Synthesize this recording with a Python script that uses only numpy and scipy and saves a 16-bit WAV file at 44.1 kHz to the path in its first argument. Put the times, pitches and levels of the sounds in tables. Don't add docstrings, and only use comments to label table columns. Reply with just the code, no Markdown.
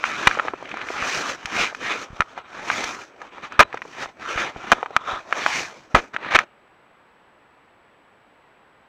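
import sys
import numpy as np
from scipy import signal
from scipy.fft import rfft, irfft
from scipy.io import wavfile
from scipy.ndimage import uniform_filter1d

SR = 44100
rng = np.random.default_rng(int(sys.argv[2]) if len(sys.argv) > 2 else 0)


def to_linear_factor(level_db):
    exponent = np.asarray(level_db, float) / 20
    return 10 ** exponent


def wrap_up_sound(samples):
    columns = np.atleast_2d(samples).T
    tamed = np.clip(columns, -1, 1)
    steps = np.round(tamed * 32767).astype(np.int16)
    wavfile.write(sys.argv[1], SR, steps)


N = 391608


def evened(x):
    return x / np.sqrt(np.mean(x ** 2) + 1e-20)


def add(mix, start_s, sound):
    part = mix[round(start_s * SR):][:len(sound)]
    part += sound[:len(part)]


def woods():
    # hz, density_db
    hiss_colour = [(20, -11.5), (60, -2.5), (350, 3), (960, 4.5), (1700, 0.5), (2550, -4.5), (4000, -16.5),
                   (6200, -30), (9000, -33), (16000, -38.5)]
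    # pitch_hz, rms_db
    whine_tones = [(7827, -83), (7768, -91)]
    hiss_rms_db = -56
    hz = np.fft.rfftfreq(N, 1 / SR)
    point_hz, density_db = np.transpose(hiss_colour)
    colour = to_linear_factor(np.interp(np.log(hz + 1), np.log(point_hz), density_db))
    mix = to_linear_factor(hiss_rms_db) * evened(irfft(rfft(rng.standard_normal(N)) * colour, N))
    t = np.arange(N) / SR
    for pitch_hz, rms_db in whine_tones:
        mix += np.sqrt(2) * to_linear_factor(rms_db) * np.sin(2 * np.pi * (pitch_hz * t + rng.random()))
    return mix


def pressure(t):
    # top_s, rise_s, fall_s, pressure_db, treble_db
    pushes = [(0.056, 0.036, 0.17, -29.5, -16.5), (0.268, 0.62, 0.29, -27.5, -18),
              (.47, 0.12, .1, -35.5, -20.5), (.67, 0.34, 0.31, -41, -22), (.807, 0.16, 0.12, -34, -29),
              (1.01, 0.14, 0.23, -27, -22), (1.15, 0.45, 0.22, -28.5, -9),
              (1.299, 0.71, 0.069, -27.5, -12.5), (1.35, .1, 0.022, -35.5, -14.5),
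              (1.48, 0.38, 0.092, -40.5, -19), (1.62, 0.17, 0.11, -19, -16),
              (1.871, 0.11, 0.24, -25.5, -19), (1.911, 0.037, 0.052, -23, -21),
              (2.038, 0.45, 0.029, -36.5, -8.5), (2.18, .25, 0.19, -44, -18), (2.33, 0.19, .08, -46, -19),
              (2.383, 0.053, 0.052, -36, -26.5), (2.45, .08, .08, -50, -34), (2.585, 0.16, 0.16, -35, -19),
              (2.73, 0.15, 0.25, -26.5, -13.5), (2.85, 0.25, 0.25, -30, -12),
              (3.01, 0.18, 0.077, -40, -11.5), (3.14, 0.13, 0.17, -50.5, -22),
              (3.225, 0.059, 0.069, -41, -22.5), (3.27, .05, .05, -44.5, -23.5),
              (3.37, 0.16, 0.13, -43, -26), (3.447, 0.047, 0.057, -33, -23.5),
              (3.535, 0.063, 0.16, -37.5, -31.5), (3.756, 0.22, .1, -42.5, -27.5),
              (3.911, 0.28, 0.29, -45, -14), (4.029, 0.12, 0.055, -29, -17), (4.09, .05, .04, -43.5, -20),
              (4.22, 0.063, 0.14, -36.5, -21.5), (4.3, 0.12, 0.24, -28, -17.5),
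              (4.395, 0.058, .14, -22.5, -20.5), (4.48, 0.13, .06, -32.5, -21.5),
              (4.71, .26, 0.27, -33, -21), (4.97, 0.11, 0.33, -38.5, -23.5), (5.08, .05, 0.15, -29, -20),
              (5.141, 0.15, 0.099, -26, -19), (5.396, .17, 0.35, -27.5, -17), (5.56, 0.17, .17, -24, -11),
              (5.74, 0.14, 0.19, -44.5, -14.5), (6.011, 0.16, .12, -39, -16),
              (6.143, 0.014, 0.031, -30.5, -24.5), (6.261, 0.12, 0.21, -31, -32),
              (6.39, 0.17, 0.056, -30.5, -29), (6.435, 0.07, .015, -40, -22.5)]
    edge_db, roundness = 28, 1.6
    top_s, rise_s, fall_s, top_db, treble_db = np.transpose(pushes)[..., None]
    away = np.where(t < top_s, (top_s - t) / rise_s, (t - top_s) / fall_s)
    power = to_linear_factor(2 * np.maximum(top_db - edge_db * away ** roundness, -150))
    total = power.sum(0)
    return 10 * np.log10(total), (power * treble_db).sum(0) / total


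def slips(count, per_s, spread_db):
    chance = rng.random(count)
    sign = rng.choice([-1., 1.], count)
    size = np.minimum(rng.exponential(1, count), 4)
    return evened(sign * to_linear_factor(spread_db * size) * (chance < per_s / SR))


def shell(hz, centre_hz, slope_db_per_octave, treble_db):
    # mode_hz, width_hz (before the skirts are steepened), level_db
    modes = [(198.3, 750, 2.5), (315, 220, 8), (532, 410, 4.5), (800, 570, 4.5), (1006, 150, 4.5),
             (1280, 400, 7.5), (1700, 790, 4), (2100, 260, 1.5), (2402, 460, 5), (2948, 870, -1.5),
             (3620, 1500, -5.5), (4220, 2400, 3.5), (5200, 1000, -3.5), (5910, 1840, 6.5), (6880, 2100, -5),
             (11500, 8500, -23.5)]
    treble_hz = 4000
    power = 1e-9
    for mode_hz, width_hz, level_db in modes:
        if mode_hz > treble_hz:
            near_db = treble_db
        else:
            steeper_below = np.where(mode_hz < centre_hz, 1.3, 1)
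            near_db = -slope_db_per_octave * abs(np.log2(mode_hz / centre_hz)) * steeper_below
        detuning = (hz ** 2 - mode_hz ** 2) / (hz * width_hz + 1)
        power = power + to_linear_factor(2 * (level_db + near_db)) / (1 + detuning ** 2) ** 2.64
    return np.sqrt(power)


def low(x, hz):
    return signal.sosfilt(signal.butter(2, [22, hz], "band", fs=SR, output="sos"), x)


def strokes():
    # time_s, colour_hz (at middle pressure), hollow_db
    spots = [(0, 1500, 1), (.5, 1300, 0.5), (.7, 1900, 0.8), (1.3, 1500, -1.4), (1.9, 1800, 0.5),
             (2.3, 1500, 3.5), (2.9, 1350, -0.1), (3.6, 1450, -0.5), (4.3, 1300, 1.5), (4.701, 1300, 0.5),
             (5.13, 1143, 10.5), (5.25, 1300, 2), (5.56, 1807, -2.3), (5.9, 1350, -1.57), (6.4, 1450, -0.8)]
    middle_db, octaves_per_db = -29.5, 0.067
    hollow_hz, hollow_width_hz = 1200, 350
    patchy_db, calm_hz = 3.0, 4500
    lumps_db, lumps_per_db = 1.02, 0.02
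    rumble_db, rumble_follow = -63.5, 0.55

    noise, lumps, sway = rng.standard_normal((3, N))
    fur = slips(N, 2800, spread_db=3.0) + noise
    hz, frame_s, z = signal.stft(fur, SR, nperseg=512, noverlap=384)
    pressure_db, treble_db = pressure(frame_s)
    pressed_db = np.maximum(pressure_db - middle_db, -25)
    time_s, colour_hz, hollow_db = np.transpose(spots)
    centre_hz = np.interp(frame_s, time_s, colour_hz) * 2 ** (octaves_per_db * pressed_db)
    gain = shell(hz[:, None], centre_hz, 2.7, treble_db)
    pipe = sum(np.exp(-((hz - hollow_hz * odd) / hollow_width_hz) ** 2) for odd in (1, 3))
    gain *= to_linear_factor(np.outer(pipe, np.interp(frame_s, time_s, hollow_db)))

    patches = uniform_filter1d(rng.standard_normal(z.shape), size=5, axis=0)
    patches = evened(uniform_filter1d(patches, size=20, axis=1))
    gain *= to_linear_factor(patchy_db * patches / (1 + (hz[:, None] / calm_hz) ** 2))
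    gain /= np.sqrt((gain ** 2).mean(0))
    rub = evened(signal.istft(z * gain, SR, nperseg=512, noverlap=384)[1][:N])

    level_db = np.interp(np.arange(N) / SR, frame_s, pressure_db)
    depth_db = np.clip(lumps_db - lumps_per_db * (level_db - middle_db), 0, 5)
    smooth_lumps = evened(uniform_filter1d(uniform_filter1d(lumps, size=250), size=250))
    rumble = to_linear_factor(rumble_db + rumble_follow * (level_db - middle_db)) * evened(low(sway, 150))
    return to_linear_factor(level_db) * to_linear_factor(depth_db * smooth_lumps) * rub + rumble


def ring(drive, *contact):
    size = 4096
    cepstrum = irfft(np.log(shell(np.fft.rfftfreq(size, 1 / SR), *contact)), size)
    cepstrum[1:size // 2] *= 2
    cepstrum[size // 2 + 1:] = 0
    return irfft(rfft(drive, size) * np.exp(rfft(cepstrum)), size)


def knocks():
    # start_s, peak_db (before overload), centre_hz of the contact colour, treble_db
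    blows = [(.04, -2, 1480, -34), (0.273, 1, 1040, -47), (0.312, -7.5, 1640, -36), (.351, -16, 1280, -37),
             (.373, -15.5, 503, -39), (0.389, -10, 1340, -38), (.397, -3, 1160, -42),
             (.451, -18.5, 493, -38), (0.475, -18, 910, -34), (0.483, -8, 1220, -41),
             (0.536, -15, 497, -47), (.626, -21.5, 532, -30), (.656, -23, 2410, -34),
             (.676, -28, 2100, -32), (0.691, -23, 1750, -20), (0.715, -17.5, 2350, -31),
             (.741, -19.5, 851, -27), (.771, -16.5, 1290, -26), (0.815, -15, 2380, -28),
             (.887, -15, 2204, -38), (.903, -18, 516, -36), (1.025, -10.5, 1410, -30.5),
             (1.298, -12.5, 1430, -26), (1.457, -11, 2390, -13), (1.726, -25.5, 664, -43),
             (1.748, -16, 1700, -19), (2.206, 1.3, 1470, -24), (2.219, -8, 1280, -38),
             (2.377, -18, 790, -30), (2.701, -2, 1400, -39), (2.84, -16, 1200, -3), (3.217, -22, 1216, -23),
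             (3.382, -24.5, 975, -40), (3.446, -24, 1200, -25), (3.522, -19, 1270, -19),
             (3.593, 3, 1280, -34), (3.627, -2, 1350, -52), (3.728, -19, 1680, -29),
             (3.743, -15, 543, -30.5), (3.773, -19, 1670, -27), (3.819, -15, 1590, -29),
             (3.852, -28, 538, -31), (4.058, -21.5, 900, -42), (4.377, -9, 1250, -41),
             (4.561, -21.5, 528, -42), (4.718, 7, 1250, -23), (4.781, -25, 546, -39),
             (4.829, -9.5, 796, -38), (4.86, -15.5, 1130, -36), (4.906, -24.5, 530, -34),
             (4.965, 5, 1370, -25.5), (5.135, -22.5, 450, -36), (5.326, -2, 1470, -29),
             (5.463, 2, 1260, -42), (5.95, 0.7, 1280, -28), (6.164, -6, 1580, -32), (6.247, -18, 1350, -34),
             (6.389, 2.5, 1700, -22)]
    # start_s, pitch_hz, peak_db, t60_s
    latch = (3.632, 3930, -43, .11)
    chatter_s, chatter_hz, chatter_power = 0.019, 1300, -.15
    octaves_per_db = -0.0259
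    out, t = np.zeros(N), np.arange(4096) / SR
    chatter = rng.standard_normal((len(blows), len(t)))
    for (start_s, peak_db, centre_hz, treble_db), noise in zip(blows, chatter):
        t60_s = chatter_s * (centre_hz / chatter_hz) ** chatter_power
        t60_s *= 2 ** (octaves_per_db * (peak_db + 10.5))
        drive = noise * to_linear_factor(-60 * t / t60_s) * (1 - np.exp(-t / 0.0013))
        drive[:8] += .9
        sound = ring(drive, centre_hz, 9.15, treble_db)
        add(out, start_s, to_linear_factor(peak_db) * sound / abs(sound).max())
    start_s, pitch_hz, peak_db, t60_s = latch
    add(out, start_s, to_linear_factor(peak_db - 60 * t / t60_s) * np.sin(2 * np.pi * pitch_hz * t))
    return out


def crunches():
    # start_s, length_s, first_db, last_db (before the taper), centre_hz of the contact colour
    skids = [(0.27, 0.012, 1, -16.5, 1700), (3.591, .025, -1, -6, 1154), (3.608, 0.028, -14.5, -18.5, 1495),
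             (4.719, .018, -5.5, -17, 900), (5.946, 0.0095, -11, -4.5, 1200), (5.95, 0.06, -11, -30, 706),
             (6.302, 0.047, -27.5, -18, 1600), (6.346, 0.022, -5.5, -10.5, 1872),
             (6.39, 0.035, -24, -37, 1500)]
    treble_db = -25
    out = np.zeros(N)
    for start_s, length_s, first_db, last_db, centre_hz in skids:
        count = round(length_s * SR)
        drive = slips(count, 4000, spread_db=2.0) * to_linear_factor(np.linspace(first_db, last_db, count))
        drive *= signal.windows.tukey(count, .35)
        sound = ring(drive, centre_hz, 4.4, treble_db)
        add(out, start_s, sound * np.linalg.norm(drive) / np.linalg.norm(sound))
    return out


def thumps():
    # start_s, peak_db, push_s (time from onset to top, before the filter)
    mount_pushes = [(0.271, -17, 0.00083), (1.021, -30, 0.00081), (1.45, -31, 0.00061),
                    (1.601, -34, 0.0024), (2.103, -32, 0.00093), (2.13, -31.5, 0.00095),
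                    (2.201, -20, 0.00049), (2.841, -44, 0.0014), (3.592, -15, 0.00044),
                    (4.058, -48.5, 0.002), (4.357, -26.5, 0.0014), (4.561, -28, 0.00038),
                    (4.721, -18.5, 0.0003), (4.963, -44.5, 0.0013), (5.129, -34, 0.0014),
                    (5.457, -50, 0.002), (5.944, -9, 0.00048), (5.961, -23, 0.0034),
                    (6.348, -21.5, 0.00096)]
    out, t = np.zeros(N), np.arange(SR // 5) / SR
    for start_s, peak_db, push_s in mount_pushes:
        push = low(t * np.exp(-t / push_s), 290)
        add(out, start_s, to_linear_factor(peak_db) * push / abs(push).max())
    return out


def scene():
    return (woods() + strokes() + knocks() + crunches() + thumps())[None]


def roll_off(x):
    return signal.sosfilt(signal.butter(12, 16230, fs=SR, output="sos"), x)


def record(dry):
    edge_hz = 16200
    clipped = np.clip(dry, -1, 1)
    limited = signal.oaconvolve(clipped, signal.firwin(255, edge_hz, fs=SR)[None], "same")
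    return roll_off(limited)


dry = scene()
out = record(dry)
wrap_up_sound(out)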